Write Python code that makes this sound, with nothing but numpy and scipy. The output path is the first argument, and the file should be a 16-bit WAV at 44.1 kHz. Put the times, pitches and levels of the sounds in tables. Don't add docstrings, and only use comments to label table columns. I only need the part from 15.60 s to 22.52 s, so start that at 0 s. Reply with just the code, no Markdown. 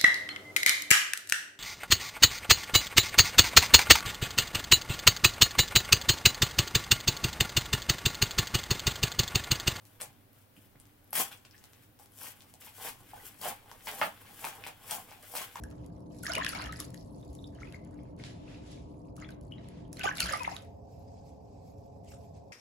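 import sys
import numpy as np
from scipy import signal
from scipy.fft import rfft, irfft, next_fast_len
from scipy.io import wavfile
from scipy.ndimage import uniform_filter1d

SR = 44100
rng = np.random.default_rng(int(sys.argv[2]) if len(sys.argv) > 2 else 0)


def wrap_up_sound(samples):
    columns = np.atleast_2d(samples).T
    tamed = np.clip(columns, -1, 1)
    steps = np.round(tamed * 32767).astype(np.int16)
    wavfile.write(sys.argv[1], SR, steps)


N = 305172

# (frequency [Hz], density [dB per Hz])
FAN_AT_TUB = [(15, -37.5), (25, -22.5), (65, -2.5), (261, -10.5), (295, -9), (329, -22), (462, -25),
              (496, -11.5), (533, -16.5), (685, -16), (776, -26.5), (864, -18), (1120, -28), (1400, -47),
              (2340, -76.5), (3960, -120)]
FAN_IN_ROOM = [(15, -59), (25, -37.5), (81, 0.5), (207, -10.5), (295, -11), (329, -25.5), (422, -9.5),
               (462, -19.5), (543, -8), (626, -18), (723, -12.5), (1020, -26), (1400, -49), (2340, -64.5),
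               (3960, -120)]
# (frequency [Hz], width [Hz], lift [dB])
MODES_AT_TUB = [(37, 6.5, 4.5), (62.4, 10, 1.5), (129.5, 20, 8.5), (148.9, 9.8, -10.5), (170, 12, 9),
                (226, 9.7, 4), (297.66, 8.1, 20), (373.7, 57, 13), (420, 16, 13), (526.5, 3.7, 3.5),
                (700, 16, 4.5), (910, 7.9, -2.6)]
MODES_IN_ROOM = [(37, 8, 6.5), (80.9, 20, 2), (181, 16, 2.5), (292, 7.1, 4.7), (432, 11, 6.3),
                 (552, 8.9, 3.6), (685, 12, 16), (757, 11, 4.6), (856, 28, 6.3)]
# (frequency [Hz], likeness [0-1])
SAME_AT_TUB = [(60, 1.9), (250, 0.62), (420, 0), (700, 0.38), (1400, .5), (3000, 0), (6000, 0.04),
               (8500, 0.94), (16000, 0.7)]
SAME_IN_ROOM = [(60, .94), (150, 0.91), (330, 0.18), (650, 0.4), (1400, .2), (3000, 0.14), (6000, 0.19),
                (9000, 1), (16000, .97)]
# (frequency [Hz], lead [radians])
LEAD_AT_TUB = [(400, 0), (520, -1), (690, -1.8), (950, -3), (1300, -5.2), (2000, -6.3), (7000, -5.8),
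               (8800, -3.14), (11050, 0), (13400, 3.14), (15800, 6.2)]
LEAD_IN_ROOM = [(300, 0), (600, -1.7), (3450, 0), (6550, -.5), (9600, -3.14), (11200, -5.6), (15200, -9.42),
                (16600, -12)]
# (frequency [Hz], left over right [dB])
SIDE_AT_TUB = [(60, -3), (150, 2.5), (380, 1.5), (950, -1), (2380, 6), (5980, 0), (15000, 1)]
SIDE_IN_ROOM = [(60, -4), (150, 2), (380, -0.5), (950, -2), (2380, -4), (5980, 3), (15000, 0.0)]
# (frequency [Hz], time to fall 60 dB [s])
TUB_T60 = [(800, 0.25), (2500, 0.41), (7000, 0.08), (14000, 0.26)]
# (delay [ms], level over the tail's taps before decay [dB])
TUB_ECHOES = [(3.1, 8), (7.5, 11), (14, 14), (21, 7.5)]
# (frequency [Hz], level [dB])
TUB_COLOUR = [(7000, 0.5), (9000, 3.5), (11000, 1.5), (13000, -9.5), (14800, -14.5), (16000, -15.5)]
# (time [s], level [dB], pitch [Hz])
THUMPS = [(.02, -34, 63), (1.061, -34, 61), (1.699, -35, 64.5), (4.642, -32.5, 60.6), (4.645, -36, 180)]
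# (frequency [Hz], density [dB per Hz])
RUSTLE = [(900, -27), (1400, -9), (2050, -10.5), (2500, -4.5), (3000, -12.5), (4100, -7), (5000, -1),
          (5800, -5), (8300, -8), (9500, -15), (11000, -42)]
# (start [s], rise [s], hold [s], level [dB], fine top level [dB])
TOWEL = [(5.002, 0.017, .01, -69, -77), (5.253, 0.055, 0.12, -75, -80.5),
         (5.453, 0.026, 0.12, -72.5, -91.5), (5.607, 0.059, 0.037, -69.5, -83),
         (5.82, 0.07, 0.11, -76, -93.5), (5.949, 0.13, 0.021, -71.5, -78), (6.17, 0.0099, 0.093, -77, -85),
         (6.435, 0.052, 0.038, -60, -72.5), (6.577, 0.034, 0.046, -70.5, -76),
         (6.719, 0.041, 0.0037, -67.5, -90)]
# (frequency [Hz], density [dB per Hz])
STROKE = [(900, -12), (1500, -8), (2500, -1), (4000, -5), (6000, -2.5), (8300, -1.5), (9500, -10),
          (11000, -38)]
# (start [s], rise [s], hold [s], level [dB], brightness [0-1])
SWISH = [(2.574, 0.024, .04, -59.5, .1), (2.637, 0.01, 0.014, -53.5, 0.36), (2.78, 0.13, 0.034, -59.5, 0),
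         (2.995, 0.078, 0.039, -61, 0.55), (3.103, 0.0073, 0.0081, -60, 1), (3.28, 0.0086, 0.0079, -79, .9),
         (3.947, 0.096, 0.16, -67, 0)]
# (start [s], rise [s], hold [s], body level [dB], spray level [dB], share that gurgles [0-1])
SLOSH = [(0, 0.01, 0.25, -71, -73.5, 0.2), (0.297, 0.028, 0.15, -78.5, -77, 0),
         (0.495, .03, 0.081, -72.5, -64.5, 0.2), (.625, 0.0075, 0.025, -54, -44, 0.75),
         (0.677, 0.013, 0.15, -42, -61, 0.28), (0.879, 0.0057, 0.01, -45, -40.5, 0.4),
         (0.911, 0.019, 0.12, -43.5, -55.5, 0.71), (1.124, 0.011, 0.06, -60, -60, .5),
         (1.185, 0.0092, 0.023, -53, -46.5, .1), (1.326, 0.011, 0.078, -82, -65, 0.4),
         (1.42, 0.02, 0.44, -80, -68.5, 0.18), (1.727, .008, .04, -90, -70, 0.08),
         (1.922, 0.089, 0.078, -60.5, -67.5, 0.44), (2.128, .01, .01, -62, -64, .2),
         (2.186, 0.061, 0.26, -73, -78, 0.4), (3.276, 0.036, 0.18, -85, -78, 0.43),
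         (3.555, 0.0097, .01, -70, -63, .6), (3.577, 0.031, 0.016, -54.5, -72, 0.05),
         (3.681, .008, 0.0081, -61, -66, 0.3), (3.807, 0.02, 0.049, -82, -73, 0.6),
         (3.904, .008, 0.0074, -69, -71.5, 0.5), (3.943, .03, 0.026, -68, -90, 0.45),
         (4.315, 0.022, 0.038, -68, -60, .6), (4.365, 0.03, .01, -49.5, -65, 0.4),
         (4.43, 0.0039, 0.013, -33.5, -45.5, 0.06), (4.538, 0.05, 0.033, -47, -43, 0.9),
         (4.595, 0.0042, .04, -40, -41, 0), (4.647, 0.019, 0.092, -40.5, -45, 0.5),
         (4.777, 0.012, 0.17, -52, -57.5, 0.5)]
# (frequency [Hz], density [dB per Hz])
BODY = [(240, -30), (400, -1), (467, -13), (646, -8), (1830, -5.5), (3180, -12.5), (4280, -17),
        (7000, -15.5), (9100, -49), (15400, -120)]
SPRAY = [(2500, -14), (4500, 0), (7000, -5), (10000, -6.5), (16000, -5)]
# (time [s], level [dB], dull body against the treble [dB])
TICKS = [(0.0364, -33.5, -10), (0.1025, -48, -10), (.111, -44.5, 1), (.2435, -55, 8), (0.2622, -45, -34),
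         (.405, -56, -24), (.5462, -53, -20), (0.567, -50, -11), (.586, -45.5, -16), (0.5914, -47, -15),
         (0.6346, -32, -21), (0.6656, -25, 6), (0.6935, -32, -7), (.7183, -30, -2), (0.734, -24, -4),
         (0.752, -20.5, 11), (0.782, -30, -11), (0.8466, -19, 13), (.8637, -19.5, 16), (.8865, -40, -15),
         (.9297, -31, 5), (1.02, -33, 0), (1.0616, -38, -11), (1.124, -29, 1), (1.0414, -47, 5),
         (1.1578, -47, -13), (1.2014, -22.5, -20), (1.304, -41.5, -8), (1.3432, -34, -3.5),
         (1.3728, -50.5, -24), (1.565, -54, -4.5), (1.612, -49.5, -1), (1.6483, -50, -14),
         (1.7307, -45, -20), (1.7506, -43, -15), (1.8766, -50, -22), (1.9485, -53, -9), (2.0009, -62, 2),
         (2.124, -40.5, 8), (2.248, -50, -14), (2.3096, -54, -16), (2.3434, -56, -25), (2.433, -49, -12),
         (2.565, -55, -11), (2.589, -53, -8), (2.6377, -34.5, 24), (2.6632, -43, 9), (3.1163, -46.5, 1),
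         (3.565, -39, -8.5), (3.6003, -44, 3), (3.689, -44, 23), (3.7058, -42.5, -9), (3.811, -48.5, -13),
         (3.8347, -55, -23), (4.086, -43, 0), (4.279, -59.5, -12), (4.329, -33, -10), (4.369, -38, 4),
         (4.3936, -30, 3), (4.438, -28.5, -3), (4.5253, -44, -9), (4.5506, -45, -6), (4.569, -34, -3),
         (4.5818, -27, 16), (4.6033, -11.5, 3), (4.723, -28.5, -9), (4.774, -38, -1), (4.795, -32, 12),
         (4.818, -37, 5), (4.8324, -27.5, -4), (4.9507, -47, 0), (4.9654, -32, 6), (5.022, -45, -1),
         (5.0488, -52, -6.5), (5.692, -54, -6.5), (6.185, -59, -11), (6.446, -56, -0.5),
         (6.4867, -51.5, -17), (6.5084, -57, -9.5), (6.765, -59, -4.5)]
# (time [s], level [dB], pitch [Hz], length [ms], rise [octaves], left over right [dB])
BUBBLES = [(0.038, -40.5, 1636, 4.1, -0.0043, 2), (.635, -40, 1464, 12, -.19, 5),
           (.655, -31.5, 1820, 3.6, 0.094, -1.5), (.666, -25.5, 1750, 3.3, -0.22, 0),
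           (0.671, -28.5, 5130, 0.86, 0.095, -12), (.68, -35, 1195, 7.9, 0.27, -0.5),
           (.696, -44.5, 2190, 9.4, -.09, -3.5), (.696, -33, 662, 18, 0.28, 3.5),
           (0.697, -30.5, 1434, 14, 0.16, 0), (0.72, -26.5, 5020, 2, 0, -9.5),
           (0.735, -31.5, 2910, 5.4, -0.004, 4), (0.749, -30, 2430, 8.3, 0.032, 6),
           (.765, -26.5, 2830, 3.3, 0.022, 7.5), (.77, -36, 566, 8.7, .36, 3),
           (.778, -30, 2050, 3.7, .06, -5.5), (0.778, -25.5, 987, 9.9, 0.59, 3),
           (.786, -30, 635, 6.8, 0.28, 2), (0.797, -30.5, 1034, 15.4, 0.13, 8.5),
           (.811, -31, 1790, 3.4, .29, -9), (.821, -25.5, 1750, 4.9, 0.19, 2.5),
           (0.837, -35, 3320, 6.5, 0.021, 3), (.847, -35.5, 1800, 3.2, -0.15, 1),
           (.849, -32, 3470, 0.42, 0, -11.5), (.865, -20.5, 1825, 2.8, -0.19, 5.5),
           (0.876, -36, 2740, 10, 0.16, -1.5), (0.886, -43, 1720, 8.1, -0.26, 1.5),
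           (.95, -37, 819, 27, 0.94, 0.5), (.95, -42.5, 2230, 12, .1, 14),
           (.986, -37, 795, 2.2, -.14, -1.5), (.988, -38.5, 4800, 2.7, -0.49, -12),
           (1.014, -32.5, 4330, 2.6, 0.034, -5), (1.025, -39.5, 754, 8.7, -0.47, 0.5),
           (1.044, -44, 2790, 5, .1, -5), (1.046, -44, 1760, 10, 0, 5),
           (1.09, -38.5, 1272, 15.5, -0.026, 2.5), (1.113, -44, 3970, 2.4, 0, 0),
           (1.128, -32, 1780, 2.7, 0.35, 1), (1.161, -38, 5000, 1.4, 0, -4),
           (1.204, -40.5, 1170, 6.7, -0.1, 7), (1.343, -48.5, 1770, 3.9, 0.4, 4),
           (1.377, -43.5, 4970, 0.78, -0.18, -11), (1.628, -55, 3600, 4.6, 0.16, 0),
           (1.789, -51, 3650, 4.4, 0.11, -5), (1.842, -41, 3600, 3.2, 0.13, -5),
           (1.953, -59, 3020, 6, .05, -3), (1.987, -47, 1670, 1.5, .24, 2),
           (2.018, -44, 1330, 6.9, 0.14, 2), (2.031, -38, 2080, 4.1, 0.22, 5),
           (2.072, -51, 2490, 7.4, 0.11, -5), (2.123, -52, 2830, 2.1, -0.077, -1),
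           (2.144, -39, 2125, 4.5, -0.051, 4), (2.39, -54, 2200, 2, 0, 3), (2.599, -45, 2090, 2.3, .06, 3),
           (2.88, -50, 2630, 2.5, .05, 2), (2.945, -50, 2600, 2.2, 0, 0), (3.175, -54, 2300, 2.7, 0, -1),
           (3.342, -64, 2400, 2, 0, -1), (3.45, -66, 2610, 1.8, 0, 0), (3.485, -65, 2500, 2, -0.12, 2),
           (3.579, -47, 1250, 5.7, -0.45, 3), (3.621, -48, 1290, 10.7, -0.21, 3),
           (3.623, -43, 2070, 4.2, 0.018, 7), (3.63, -45, 2060, 6, -0.19, -2),
           (3.645, -48.5, 3300, 7.1, 0.23, 6), (3.646, -40, 2180, 1.6, 0, 1),
           (3.69, -46, 1560, 5.7, -0.029, 3), (3.723, -51.5, 3900, 2.5, -.11, -1),
           (3.922, -36.5, 2990, 3.5, 0, 5), (3.933, -57.5, 3250, 25, 0, 1), (3.982, -53, 3900, 3.5, 0, 3),
           (3.983, -52.5, 2070, 3, 0, 4), (4.252, -58, 3200, 2.5, 0, 2), (4.371, -41.5, 4160, 3, .05, -3.5),
           (4.397, -40, 1530, 21, -.12, 2.5), (4.411, -28.5, 2600, 3.7, .36, 2.5),
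           (4.438, -29, 2380, 3, -.1, 4.5), (4.442, -25, 774, 15.2, 0.26, -8),
           (4.452, -28, 1174, 12.3, 0.064, -4), (4.465, -27, 1550, 2.1, 0.3, 0.5),
           (4.474, -21.5, 1537, 9.1, -0.035, 3), (4.486, -34, 2104, 10, 0.59, -1),
           (4.513, -25.4, 1720, 3.2, -0.0068, -4.5), (4.57, -33.5, 4070, 1.6, 0.24, 1.5),
           (4.585, -39.5, 3560, 6, 0, 4), (4.59, -39, 2800, 11, 0.035, 0.5),
           (4.592, -33.5, 2200, 2.8, 0.18, -4), (4.6, -37, 1452, 20, 0.042, 6),
           (4.604, -22, 4250, 3.4, 0.1, -2.5), (4.607, -30.5, 2810, 3, -0.079, 1.5),
           (4.616, -31, 2750, 11.3, -0.39, 4.5), (4.619, -34, 1400, 10.7, -0.18, -1),
           (4.625, -32, 2340, 3.2, -0.21, 7), (4.646, -40, 4900, 2.5, .05, -0.5),
           (4.657, -36, 1640, 7.6, -.31, -14), (4.695, -39.5, 1890, 4.3, 0.41, 1.5),
           (4.709, -40.5, 1270, 5.5, -0.39, -5.5), (4.712, -38.5, 564, 21, -0.18, -5.5),
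           (4.72, -34.5, 2010, 3.4, .13, 4), (4.723, -28.5, 5167, 1.4, 0.0082, -4),
           (4.73, -30.5, 1970, 4.9, 0.25, 0.5), (4.734, -23, 1220, 8, -0.072, -4),
           (4.738, -30.5, 794, 8, .1, -9), (4.742, -30.5, 1936, 8.7, 0.26, -0.5),
           (4.753, -30, 810, 5.2, -0.39, 3), (4.803, -38, 2520, 12.6, 0.0078, 1),
           (4.804, -33.5, 997, 29, -0.23, 8.5), (4.805, -44.5, 525, 14, 0, 0),
           (4.846, -37.5, 2627, 5.7, 0.48, 0), (4.877, -19, 903, 3.7, -0.023, 2.5),
           (4.885, -43, 1730, 12, .3, 3), (4.916, -37, 754, 17.4, 0.53, 9.5),
           (4.945, -40, 1000, 6.9, -0.12, 3), (4.965, -30, 3670, 1.33, 0.056, -6.5),
           (6.52, -53, 1410, 2.6, 0.46, -4), (6.537, -52, 1300, 2.5, -0.018, -3)]

DISSOLVE = 4.4, 5.05
FAN_DB = -46, -49.5
STILL_DB = -79, -87.5
TICK_RISE_MS, TICK_PAN_DB = 1.72, -0.5
BODY_FALL, SPRAY_FALL, TOWEL_FALL, SWISH_FALL = 229, 220, 205, 120
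ONSET_DB = -15
EDGE_HZ = 16200


def gain_of(db):
    return 10 ** (np.asarray(db) / 20)


def evened(x):
    return x / np.sqrt(np.mean(x ** 2) + 1e-20)


def read(points, hz):
    f, value = np.transpose(points)
    return np.interp(np.log(hz + 1), np.log(f + 1), value)


def add(mix, s, left, right, pan_db):
    at = round(s * SR)
    part = mix[:, at:at + len(left)]
    panned = np.array([left, right]) * gain_of([[pan_db / 2], [-pan_db / 2]])
    part += panned[:, :part.shape[1]]


def follow(rows, db, share, fall):
    power, t = np.zeros((2, N)), np.arange(SR * 3 // 4) / SR
    for (s, rise, hold, *_), level_db, part in zip(rows, db, np.clip(share, 0, 1)):
        rise_db = ONSET_DB * (1 - t / max(rise, .002)).clip(0)
        fall_db = fall * (t - rise - hold).clip(0)
        shape = gain_of(level_db + rise_db - fall_db) ** 2
        add(power, s, (1 - part) * shape, part * shape, 0)
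    return np.sqrt(power)


def noise(colour_db, same, size, patchy_db, flicker_db, pan_db=0):
    frames, bins = 4 * N // size + 5, size // 2 + 1
    a, b, c, d, patches = rng.standard_normal((frames, bins, 5)).T
    patches = uniform_filter1d(patches, size=5, axis=0)
    patches = evened(uniform_filter1d(patches, size=10, axis=1))
    flicker = evened(uniform_filter1d(rng.standard_normal(frames), size=3))
    same = np.clip(same, -.97, .97)[:, None]
    left, other = a + 1j * b, c + 1j * d
    z = np.array([left, same * left + np.sqrt(1 - same ** 2) * other])
    z *= gain_of(colour_db[:, None] + patchy_db * patches + flicker_db * flicker)
    z *= gain_of(np.outer([.5, -.5], pan_db))[..., None]
    return evened(signal.istft(z, nperseg=size, noverlap=size * 3 // 4)[1][:, :N])


def fan(colour, modes, same, side, db):
    hz = np.fft.rfftfreq(4096, 1 / SR)
    lift_db = sum(d / (1 + (2 * (hz - f) / w) ** 2) for f, w, d in modes)
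    hum = noise(read(colour, hz) + lift_db, read(same, hz), size=4096,
                patchy_db=.3, flicker_db=.2, pan_db=read(side, hz))
    return gain_of(db) * hum


def tub(x):
    taps = np.zeros((2, SR // 2))
    at = np.arange(300, SR // 2 - 20, 20)
    at = at + rng.integers(0, 20, (2, len(at)))
    np.put_along_axis(taps, at, rng.choice([-1., 1.], at.shape), 1)
    for ms, db in TUB_ECHOES:
        delays = np.round(ms * SR / 1000 * np.array([1, 1.08])).astype(int)
        taps[[0, 1], delays] += gain_of(db)
    hz, t, z = signal.stft(taps, SR, nperseg=256)
    same = np.clip(read(SAME_AT_TUB, hz), 0, 1)[:, None]
    z[1] = same * z[0] + np.sqrt(1 - same ** 2) * z[1]
    decay = gain_of(-60 * t / read(TUB_T60, hz)[:, None])
    tail = signal.istft(z * decay, SR, nperseg=256)[1]
    return signal.fftconvolve(x, gain_of(-8) * tail / np.linalg.norm(tail[0]), axes=1)[:, :N]


def thumps():
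    out, t = np.zeros((2, N)), np.arange(8000) / SR
    for s, db, hz in THUMPS:
        swell = (t / 0.037 * np.exp(1 - t / 0.021)) ** 1.2
        boom = gain_of(db) * swell * np.sin(2 * np.pi * hz * t)
        add(out, max(s - .02, 0), boom, boom, 0)
    return out


def towel_over_room_hiss():
    hz = np.fft.rfftfreq(512, 1 / SR)
    *_, db, top_db = np.transpose(TOWEL)
    gate = np.interp(np.arange(N) / SR, (4.98, 5.04), (0, 1))
    same = read(SAME_IN_ROOM, hz)
    still = noise(read(RUSTLE, hz), same, size=512, patchy_db=3.0, flicker_db=1.3)
    rub = noise(read(STROKE, hz), same, size=512, patchy_db=3.5, flicker_db=2.5)
    top_colour = -30 * np.log2((hz + 1) / 12200) ** 2
    top = noise(top_colour, same, size=512, patchy_db=5.0, flicker_db=-3.0)
    firmness = np.interp(db, (-72, -62), (0, 1))
    light, firm = follow(TOWEL, db, firmness, TOWEL_FALL)
    fine = follow(TOWEL, top_db, 0 * db, TOWEL_FALL)[0]
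    body = firm * rub + light * still[:, ::-1] + gain_of(STILL_DB[0]) * still
    return gate * (body + np.hypot(fine, gain_of(STILL_DB[1])) * top)


def swish():
    *_, db, brightness = np.transpose(SWISH)
    hz = np.fft.rfftfreq(512, 1 / SR) + 1
    soft, sharp = follow(SWISH, db, brightness, SWISH_FALL)

    def hump(centre_hz, steep_db):
        colour = -steep_db * np.log2(hz / centre_hz) ** 2
        return noise(colour, read(SAME_AT_TUB, hz), size=512, patchy_db=1.5, flicker_db=1.0)

    return soft * hump(2200, 3.9) + sharp * hump(3900, 6.9)


def bubble(hz, ms, rise):
    u = (np.arange(round(3 * ms * SR / 1000) + 40) / SR * 1000 - .5).clip(0) / ms
    turns = hz * ms / 1000 * (u + np.log(2) * rise * (u / 2 - .45) * u)
    return (u / 0.49 * np.exp(1 - u / 0.46)) ** 2.0 * np.sin(2 * np.pi * turns)


def gurgle(lo_hz, hi_hz, per_s, spread_db, cycles, colour):
    out = np.zeros((2, N))
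    for hz in np.geomspace(lo_hz, hi_hz, num=24):
        train, count = np.zeros((2, N)), round(per_s / 48 * N / SR)
        sizes = gain_of(spread_db * np.minimum(rng.exponential(1, (2, count)), 4))
        np.put_along_axis(train, rng.integers(0, N, (2, count)), sizes, 1)
        same = np.clip(read(SAME_AT_TUB, hz), 0, 1)
        train[1] = same * train[0] + np.sqrt(1 - same ** 2) * train[1]
        shape = bubble(hz, 1000 * cycles * rng.uniform(0.59, 1.3) / hz, rng.uniform(0, 0.47))
        out += signal.oaconvolve(train, (gain_of(read(colour, hz)) * hz * shape)[None])[:, :N]
    return evened(out)


def slosh():
    *_, body_db, spray_db, share = np.transpose(SLOSH)
    hiss, gurgling = follow(SLOSH, body_db, share, BODY_FALL)
    mist, fizz = follow(SLOSH, spray_db, share, SPRAY_FALL)
    hz = np.fft.rfftfreq(256, 1 / SR)
    same = read(SAME_AT_TUB, hz)
    body = hiss * noise(read(BODY, hz), same, size=256, patchy_db=8.0, flicker_db=3.5)
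    body += gurgling * gurgle(550, 5500, per_s=2200, spread_db=4.5, cycles=10, colour=BODY)
    spray_colour = read(SPRAY, hz) - 40 * (hz < 2500)
    spray = mist * noise(spray_colour, same, size=256, patchy_db=5.5, flicker_db=4.0)
    spray += fizz * gurgle(4000, 15000, per_s=1500, spread_db=6.0, cycles=3.5, colour=SPRAY)
    return body + spray


def ticks():
    out, t = np.zeros((2, N)), np.arange(400) / SR * 1000
    bright = signal.butter(2, 5000, "high", fs=SR)
    dull = signal.butter(2, [1500, 4500], "band", fs=SR)
    swell = (t / TICK_RISE_MS * np.exp(1 - t / TICK_RISE_MS)) ** 2.8
    for (s, db, body_db), burst in zip(TICKS, rng.standard_normal((len(TICKS), 3, 400))):
        burst = burst * swell
        treble = signal.lfilter(*bright, burst[[0, 0]])
        body = signal.lfilter(*dull, burst[1:] + 0.42 * burst[0])
        drop = treble + gain_of(body_db) * body
        add(out, s - .0007, *(gain_of(db) * drop / abs(drop).max()), TICK_PAN_DB)
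    return out


def bubbles():
    out = np.zeros((2, N))
    for s, db, hz, ms, rise, pan_db in BUBBLES:
        ring = gain_of(db) * bubble(hz, ms, rise)
        add(out, s - .0005 - .15 * ms / 1000, ring, ring, pan_db)
    return out


def ports(x, lead):
    f, radians = np.transpose(lead)
    size = next_fast_len(N + 4096)
    turn = np.exp(1j * np.interp(np.fft.rfftfreq(size, 1 / SR), f, radians))
    left = irfft(rfft(x[0], size) * turn, size)[:N]
    return np.array([left, x[1]])


def scene():
    room = np.interp(np.arange(N) / SR, DISSOLVE, [0, 1])
    near, water = bubbles(), ticks() + slosh() + swish()
    hz = np.linspace(0, SR / 2, 257)
    colour = signal.firwin2(255, hz, gain_of(read(TUB_COLOUR, hz)), fs=SR)[None]
    water = signal.oaconvolve(water + tub(water + near), colour, "same")
    tub_fan = fan(FAN_AT_TUB, MODES_AT_TUB, SAME_AT_TUB, SIDE_AT_TUB, FAN_DB[0])
    room_fan = fan(FAN_IN_ROOM, MODES_IN_ROOM, SAME_IN_ROOM, SIDE_IN_ROOM, FAN_DB[1])
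    at_tub = near + water + thumps() + np.sqrt(1 - room) * tub_fan
    in_room = room * room_fan + towel_over_room_hiss()
    return ports(at_tub, LEAD_AT_TUB) + ports(in_room, LEAD_IN_ROOM)


def record(dry):
    cut = signal.sosfilt(signal.butter(4, 29, "high", fs=SR, output="sos"), dry)
    band = signal.firwin(511, EDGE_HZ, window=("kaiser", 9), fs=SR)[None]
    return signal.oaconvolve(cut, band, "same")


dry = scene()
out = record(dry)
wrap_up_sound(out)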